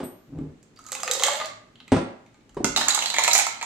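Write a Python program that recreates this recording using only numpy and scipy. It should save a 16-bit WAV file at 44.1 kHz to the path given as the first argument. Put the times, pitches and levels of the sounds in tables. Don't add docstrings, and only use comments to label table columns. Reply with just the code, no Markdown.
import sys
import numpy as np
from scipy import signal
from scipy.fft import rfft, irfft
from scipy.io import wavfile
from scipy.ndimage import uniform_filter1d

SR = 44100
rng = np.random.default_rng(int(sys.argv[2]) if len(sys.argv) > 2 else 0)


def generate_wav(signal):
    frames = np.transpose(np.atleast_2d(signal))
    scaled = np.clip(frames, -1, 1) * 32767
    pcm = np.round(scaled).astype(np.int16)
    wavfile.write(sys.argv[1], SR, pcm)


def volts(x):
    e = np.asarray(x, float) / 20
    return 10 ** e


N = 160965


def evened(x):
    return x / np.sqrt(np.mean(x ** 2) + 1e-20)


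def unit(x):
    return x / np.linalg.norm(x)


def read(points, hz):
    f, value = np.transpose(points)
    return np.interp(np.log(hz + 1), np.log(f + 1), value)


def fader(s, db):
    return volts(np.interp(np.arange(N) / SR, s, db, -120, -120))


def slips(per_s):
    return rng.standard_normal(N) * (rng.random(N) < per_s / SR)


def colour(x, points, size=2048):
    log_gain = np.log(volts(read(points, abs(np.fft.fftfreq(size, 1 / SR)))))
    minimum_phase = np.exp(np.conj(signal.hilbert(log_gain)))
    taps = np.fft.ifft(minimum_phase).real[:size // 2]
    return signal.oaconvolve(x, unit(taps))[:len(x)]


def ring(x, hz, width_hz):
    turn = np.exp(2j * np.pi * np.cumsum(hz * np.ones(len(x))) / SR)
    r = np.exp(-np.pi * width_hz / SR)
    envelope = signal.lfilter([1], [1, -r], x / turn + 1e-18)
    return np.sqrt(2 * (1 - r * r)) * (turn * envelope).imag


def modes(table, t, ratio=1):
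    return sum(volts(db - 60 * t / t60) * np.sin(2 * np.pi * hz * ratio * t) for hz, db, t60 in table)


def add(mix, s, sound):
    part = mix[round(s * SR):][:len(sound)]
    part += sound[:len(part)]


def stir_grains(stir):
    contacts_per_s, spread_db, grain_s = 500, 5, 0.001
    t = np.arange(N) / SR
    s, level_db = np.transpose(stir)
    on = (t > s[0]) & (t < s[-1])
    strength = volts(spread_db * np.minimum(rng.exponential(1, (3, N)), 4))
    clicks = on * strength * (rng.random((3, N)) < contacts_per_s / SR)
    decay = np.exp(-np.arange(200)[None] / SR / grain_s)
    small = signal.oaconvolve(clicks, decay)[:, :N] * rng.standard_normal((3, N))
    return small / np.sqrt(np.mean(small[:, on] ** 2)) * volts(np.interp(t, s, level_db))


# (frequency [Hz], level [dB])
SNAP_TONE = [(3000, -26), (4800, -2), (5600, -10), (6300, 0.5), (7300, 1.5), (8500, -12), (10400, -14.5),
             (12000, -12.5), (15600, -27), (16500, -69.5)]
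# (frequency [Hz], level [dB])
KNOCK_TONE = [(600, 10.5), (1500, -3.5), (2500, 9), (4200, 12), (5500, -14.5), (8000, -25)]


def ice(events, stir, hollow, rim):
    snap_s, settle_s, settle_db, strike_db = 0.0035, 0.013, -11, 11
    ring_db, ring_width_hz, ice_db, ice_width_hz = 0.5, 270, -5, 260
    hollow_db, rim_db, wander, thin_hz = -7, -8.5, 0.05, 620
    stir_hollow_db, stir_crack_db, cube_db, hop_samples = -1, 2, 4, 700

    low, mid, high = stir_grains(stir) * volts([[stir_hollow_db], [0], [stir_crack_db]])
    pitches = np.exp(rng.uniform(np.log(900), np.log(8000), N // 500))
    rings = volts(cube_db) * ring(mid, np.repeat(pitches, hop_samples)[:N], ring_width_hz)

    short = np.arange(2000) / SR
    contact = np.exp(-short / snap_s) + volts(settle_db) * np.exp(-short / settle_s)
    contact[:4] *= volts(strike_db)
    chatter = rng.standard_normal((len(events), 3, len(short)))
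    tones = rng.uniform(5830, 7770, (len(events), 3))
    for (at, db, hz, body_db, crack_db), noise, ice_hz in zip(events, chatter, tones):
        body, knock, crack = (volts(db + 13.5) * unit(n * contact) for n in noise)
        add(low, at, volts(body_db) * body)
        add(mid, at, knock)
        add(high, at, volts(crack_db) * crack)
        plastic_ring = volts(ring_db) * ring(knock, hz, ring_width_hz)
        ice_ring = volts(ice_db + crack_db) * sum(ring(crack, f, ice_width_hz) for f in ice_hz)
        add(rings, at, plastic_ring + ice_ring)

    drift = 1 + wander * evened(uniform_filter1d(rng.standard_normal((len(hollow), N)), size=2500))
    walls = sum(volts(db) * ring(low, hz * d, width) for (hz, width, db), d in zip(hollow, drift))
    edge = sum(volts(db) * ring(mid, hz, width) for hz, width, db in rim)
    vessel = volts(hollow_db) * walls + volts(rim_db) * edge
    thin = signal.butter(4, thin_hz, "high", fs=SR, output="sos")
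    return signal.sosfilt(thin, vessel + rings + colour(mid, KNOCK_TONE) + colour(high, SNAP_TONE))


# (time [s], knock level [dB], ring pitch [Hz], hollow re knock [dB], crack re knock [dB])
POUR_HITS = [(0.7906, -57, 2330, 17.5, 7), (0.8647, -49.5, 1460, 5.5, 10.5), (0.887, -48, 2310, -3.5, 7.5),
             (0.9195, -27, 2500, -2.5, 3), (0.928, -31.5, 1300, -9, 3.5), (0.9507, -27, 2610, 2.5, -1.5),
             (1.0329, -26, 4970, 11.5, 0), (1.0777, -19, 2650, 2, -10), (1.002, -36, 3270, 7, 1.5),
             (1.1128, -19.5, 3830, 2, 2), (1.1353, -33.5, 4480, -11.5, 14.5),
             (1.1972, -23.5, 3530, -20, -6), (1.151, -25, 1160, 3, -2), (1.2223, -23.5, 1140, 12.5, -3.5),
             (1.2354, -12, 3130, -1, -1), (1.2522, -22, 3550, 5, -23), (1.2824, -20, 1100, 11, -11),
             (1.266, -22, 2100, 0.5, 2), (1.333, -23.5, 2070, -4, -10), (1.3163, -32.5, 2030, -2, -0.5),
             (1.3528, -27, 3700, 4.5, -15), (1.4007, -26.5, 2070, 6.5, -11.5),
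             (1.412, -23, 2030, 12.5, -23), (1.458, -34.5, 4500, -17, 2), (1.4459, -26, 4230, -14, -16.5),
             (1.5014, -43, 2230, 12.5, -9)]
TICKS = [
    (0.387, -51.5, 990, 11, -10),
    (0.629, -58.5, 2550, -18, 5),
    (2.263, -50.5, 2340, 1.5, -11.5),
    (2.344, -52.5, 2330, 10, -12.5),
    (2.41, -60, 2380, 6, -14),
    (1.7563, -45.5, 3070, -3, -23),
    (1.802, -38.5, 3080, 3.5, -44.5),
    (1.8794, -40, 2570, 2.5, -9.5),
    (2.4933, -53.5, 3020, 12, -4),
    (2.546, -65, 2090, 22, 11.5),
]
# (time [s], level [dB])
POUR_STIR = [(.76, -66), (.87, -66), (1.1, -50), (1.27, -41.5), (1.43, -53.5), (1.55, -88)]
# (frequency [Hz], width [Hz], level [dB])
JUG_WALLS = [(828, 76, -1), (1169.6, 14, -3), (1246, 160, -3.5)]
# (frequency [Hz], width [Hz], level [dB])
JUG_RIM = [(2160, 210, 2)]


def pour():
    return ice(POUR_HITS + TICKS, POUR_STIR, JUG_WALLS, JUG_RIM)


# (time [s], knock level [dB], ring pitch [Hz], hollow re knock [dB], crack re knock [dB])
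SCOOP_HITS = [(2.6444, -18.5, 1437, -8, 2), (2.7626, -15, 3780, -0.5, -2.5),
              (2.774, -16.5, 4960, 2.5, -2.5), (2.8104, -15.5, 1822, -1.5, -11),
              (2.818, -19, 3950, -0.5, -13.5), (2.8838, -13.5, 1786, -9, 0.5),
              (2.9061, -16, 4020, -33.5, -28.5), (2.9472, -17, 1620, -3, 2), (2.891, -28, 1780, 7.5, -8),
              (2.975, -23, 900, 8, -17), (2.99, -22, 3760, -0.5, -5), (3.023, -17, 3160, -8, -7.5),
              (3.059, -17.5, 4140, -21, -7), (3.1018, -19, 3860, -11, -6.5),
              (3.1415, -15.5, 2246, -17.5, -12), (3.1647, -18.5, 2130, -13.5, -12),
              (3.1845, -12.5, 2350, 1, -7), (3.192, -19, 1010, -4.5, -3.5), (3.2228, -23, 2130, -7, -11.5),
              (3.2375, -16.5, 4140, -6.5, 0), (3.246, -17, 2240, -15, -3), (3.286, -20, 900, -3.5, -8),
              (3.303, -35, 4070, -6, 1), (3.2784, -15.5, 2570, 4, 0), (3.3134, -16.5, 3950, -18, -4),
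              (3.3324, -26, 2160, 3.5, 19), (3.3514, -14, 2300, -2, 2), (3.36, -13.5, 2400, 0.5, -16),
              (3.3787, -16.5, 3860, -19.5, 4.5), (3.388, -18.5, 3830, 4, 3), (3.397, -15.5, 2430, -23, -9),
              (3.418, -25, 4200, -2.5, 0), (3.4674, -24.5, 2260, 9.5, 0.5), (3.6125, -26.5, 2320, -4, -12),
              (3.619, -26, 2300, -25.5, -27), (3.6274, -28, 2330, 4.5, 0)]
# (time [s], level [dB])
SCOOP_STIR = [(2.76, -43.5), (2.97, -43), (3.1, -48.5), (3.379, -48), (3.47, -56.5), (3.58, -61)]
# (frequency [Hz], width [Hz], level [dB])
BOWL_WALLS = [(768, 27, -0.5), (886, 32.4, 6), (1070, 94, 0.5), (1260, 70, 0)]
# (frequency [Hz], width [Hz], level [dB])
BOWL_RIM = [(2224, 200, 0), (4050, 600, -9)]


def scoop():
    return ice(SCOOP_HITS, SCOOP_STIR, BOWL_WALLS, BOWL_RIM)


# (time [s], pitch [Hz], level [dB])
JUG_AIR = [(.92, 530, -50), (1.065, 520, -52), (1.08, 505, -34), (1.202, 510, -38), (1.28, 565, -33),
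           (1.36, 595, -42), (1.438, 630, -38), (1.519, 615, -55)]


def jug_air():
    s, hz, db = np.transpose(JUG_AIR)
    hz = np.interp(np.arange(N) / SR, s, hz)
    air = ring(ring(slips(300), hz, 30), hz, 136)
    power = abs(uniform_filter1d(air ** 2, size=3000))
    air = air / np.sqrt(power + 0.1 * np.mean(air ** 2))
    return air * fader(s, db)


# (time [s], level [dB])
SLIDE = [(.775, -73), (0.793, -47), (.83, -68.5), (.872, -45), (.9, -53), (.93, -52.5), (1.001, -36)]


def slide():
    wall_hz, width_hz = 1265, 57
    return evened(ring(slips(400), wall_hz, width_hz)) * fader(*np.transpose(SLIDE))


# (time [s], level [dB], sharpness [dB], pitch ratio [1])
BLOWS = [
    (.002, -24.5, -4.5, 1.32),
    (.03, -25, -8, .9),
    (1.919, -5.5, -4.5, 0.88),
    (1.940, -14.5, -12, 0.67),
    (1.964, -25, 7, .9),
    (2.568, -18.5, -13.5, 1.4),
    (2.603, -19, -22.5, 1.034),
    (2.644, -18.5, -3, 0.972),
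    (2.677, -30, -22, 0.88),
]
# (frequency [Hz], level [dB], t60 [s])
COUNTER = [(117.4, 2, 0.13), (163, 2, 0.025), (248.4, 8, 0.034), (284.6, 21, 0.04), (402.3, 6, 0.097),
           (554, 7.5, 0.032), (705, 13, 0.029), (812.7, -6.5, 0.12)]
# (frequency [Hz], level [dB])
SLAP_TONE = [(30, -14.5), (250, 0), (800, -6.5), (1600, -16.5), (7500, -36), (8900, -30), (9300, -59)]


def counter_blows():
    slap_db, slap_s, rise_s = -2.5, 0.016, 0.0044
    t, out = np.arange(SR // 2) / SR, np.zeros(N)
    for s, db, sharp_db, ratio in BLOWS:
        wood = -modes(COUNTER, t, ratio) * np.minimum(t / rise_s, 1)
        slap = colour(rng.standard_normal(len(t)), SLAP_TONE) * np.exp(-t / slap_s)
        add(out, s, volts(db) * (wood / abs(wood).max() + volts(slap_db + sharp_db) * slap))
    return out


# (frequency [Hz], level [dB], t60 [s])
CUP = [(950, -30, .04), (1450, -18, 0.035), (2070, -22, .04), (2700, -31, 0.08)]


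def cup_clack():
    out = np.zeros(N)
    add(out, SCOOP_HITS[0][0], modes(CUP, np.arange(SR // 2) / SR))
    return out


# (time [s], level [dB])
DRAG = [(0.27, -60), (.34, -42.5), (.39, -37), (0.511, -48), (.6, -101), (2.72, -101), (2.77, -39),
        (2.95, -58), (3.1, -58), (3.3, -53), (3.5, -66)]
# (frequency [Hz], level [dB])
DRAG_TONE = [(30, -11), (110, -6), (280, 2.5), (400, -7), (1050, -30.5), (9000, -62)]


def drag():
    drone_hz, drone_width_hz, drone_db = 161.3, 32, -1.5
    grip = slips(900)
    drone = volts(drone_db) * evened(ring(grip, drone_hz, drone_width_hz))
    drone *= np.arange(N) < SR
    return (evened(colour(grip, DRAG_TONE)) + drone) * fader(*np.transpose(DRAG))


# (frequency [Hz], level [dB], t60 [s])
SPOON = [(8050, -43, .2), (8850, -44, .3), (11900, -44, .42), (11990, -50, .25), (13360, -50, .2)]


def spoon():
    t, out = np.arange(SR // 2) / SR, np.zeros(N)
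    add(out, BLOWS[1][0] + 0.0031, np.minimum(t / 0.015, 1) * modes(SPOON, t))
    return out


# (time [s], level [dB])
HEAVE = [(2.5, -59), (2.6, -47), (2.7, -42), (2.8, -58), (2.92, -75)]


def heave():
    sway = ring(ring(rng.standard_normal(N), 50, 40), 55, 40)
    return evened(sway) * fader(*np.transpose(HEAVE))


# (frequency [Hz], left re right [dB])
POUR_PORTS = [(200, 0.5), (1600, -1), (4500, -3.5), (9000, -12), (13000, 3)]
# (frequency [Hz], left re right [dB])
SCOOP_PORTS = [(200, -3.5), (1600, 0.5), (4500, -6), (9000, -15.5), (13000, -2.5)]


def ports(x, balance, lag):
    in_step_hz = 9500
    hz = np.fft.rfftfreq(N, 1 / SR)
    lag = lag / (1 + (hz / in_step_hz) ** 8)
    half = volts(read(balance, hz) / 2) * np.exp(-1j * np.pi * hz * lag / SR)
    return irfft(rfft(x) * np.array([half, 1 / half]), N)


# (frequency [Hz], share [1])
ROOM_LIKENESS = [(100, 0.88), (400, 0.8), (1000, 0.063), (3000, 0.015)]


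def pair(a, b, hz):
    same = np.clip(read(ROOM_LIKENESS, hz), 0, 1)[:, None]
    return np.array([a, same * a + np.sqrt(1 - same ** 2) * b])


# (frequency [Hz], t60 [s])
KITCHEN_DECAY = [(100, 0.25), (500, 0.51), (2000, 0.56), (6000, 0.41), (14000, 0.22)]
# (frequency [Hz], level [dB])
KITCHEN_TONE = [(250, -4), (900, -4), (5000, -2.5)]


def kitchen(x):
    taps = np.zeros((2, SR))
    at = np.arange(160, SR - 20, 20) + rng.integers(0, 20, (2, (SR - 161) // 20))
    np.put_along_axis(taps, at, rng.choice([-1., 1.], at.shape), 1)
    hz, t, z = signal.stft(taps, SR, nperseg=256)
    decay_db = -60 * t / read(KITCHEN_DECAY, hz)[:, None]
    z = pair(*z, hz) * volts(read(KITCHEN_TONE, hz)[:, None] + decay_db)
    tail = signal.istft(z, SR, nperseg=256)[1]
    return signal.fftconvolve(x, tail / np.linalg.norm(tail[0]), axes=1)[:, :N]


# (frequency [Hz], level [dB])
FLOOR_TONE = [(20, 5), (55, -9.5), (250, 2), (700, -15), (2200, -19), (5200, -27), (7200, -25.5),
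              (10500, -39), (16000, -48)]


def room_tone():
    floor_db, hum_hz, hum_width_hz, hum_db = -57, 111.3, 3.4, -68.5
    hz = np.fft.rfftfreq(2048, 1 / SR)
    a, b, c, d = rng.standard_normal((N // 512 + 5, 1025, 4)).T
    z = pair(a + 1j * b, c + 1j * d, hz) * volts(read(FLOOR_TONE, hz))[:, None]
    floor = signal.istft(z, nperseg=2048, noverlap=1536)[1][:, :N]
    hum = volts(hum_db) * evened(ring(rng.standard_normal(N), hum_hz, hum_width_hz))
    return volts(floor_db) * evened(floor) + hum


def scene():
    wet_db, turn_hz = -2.5, 2
    jug_side = pour() + jug_air() + slide() + counter_blows() + cup_clack() + drag()
    near = ports(jug_side, POUR_PORTS, 1.0) + ports(scoop(), SCOOP_PORTS, 4.3)
    turn = 2 * np.pi * turn_hz * np.arange(N) / SR
    wet = kitchen(near * np.cos(turn)) + kitchen(near * np.sin(turn))
    return near + volts(wet_db) * wet + room_tone() + spoon() + heave()


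def low_pass(x):
    return signal.sosfilt(signal.butter(12, 16820, fs=SR, output="sos"), x)


def record(dry):
    cut = signal.butter(2, 45, "high", fs=SR, output="sos")
    return low_pass(np.tanh(signal.sosfilt(cut, dry)))


dry = scene()
out = record(dry)
generate_wav(out)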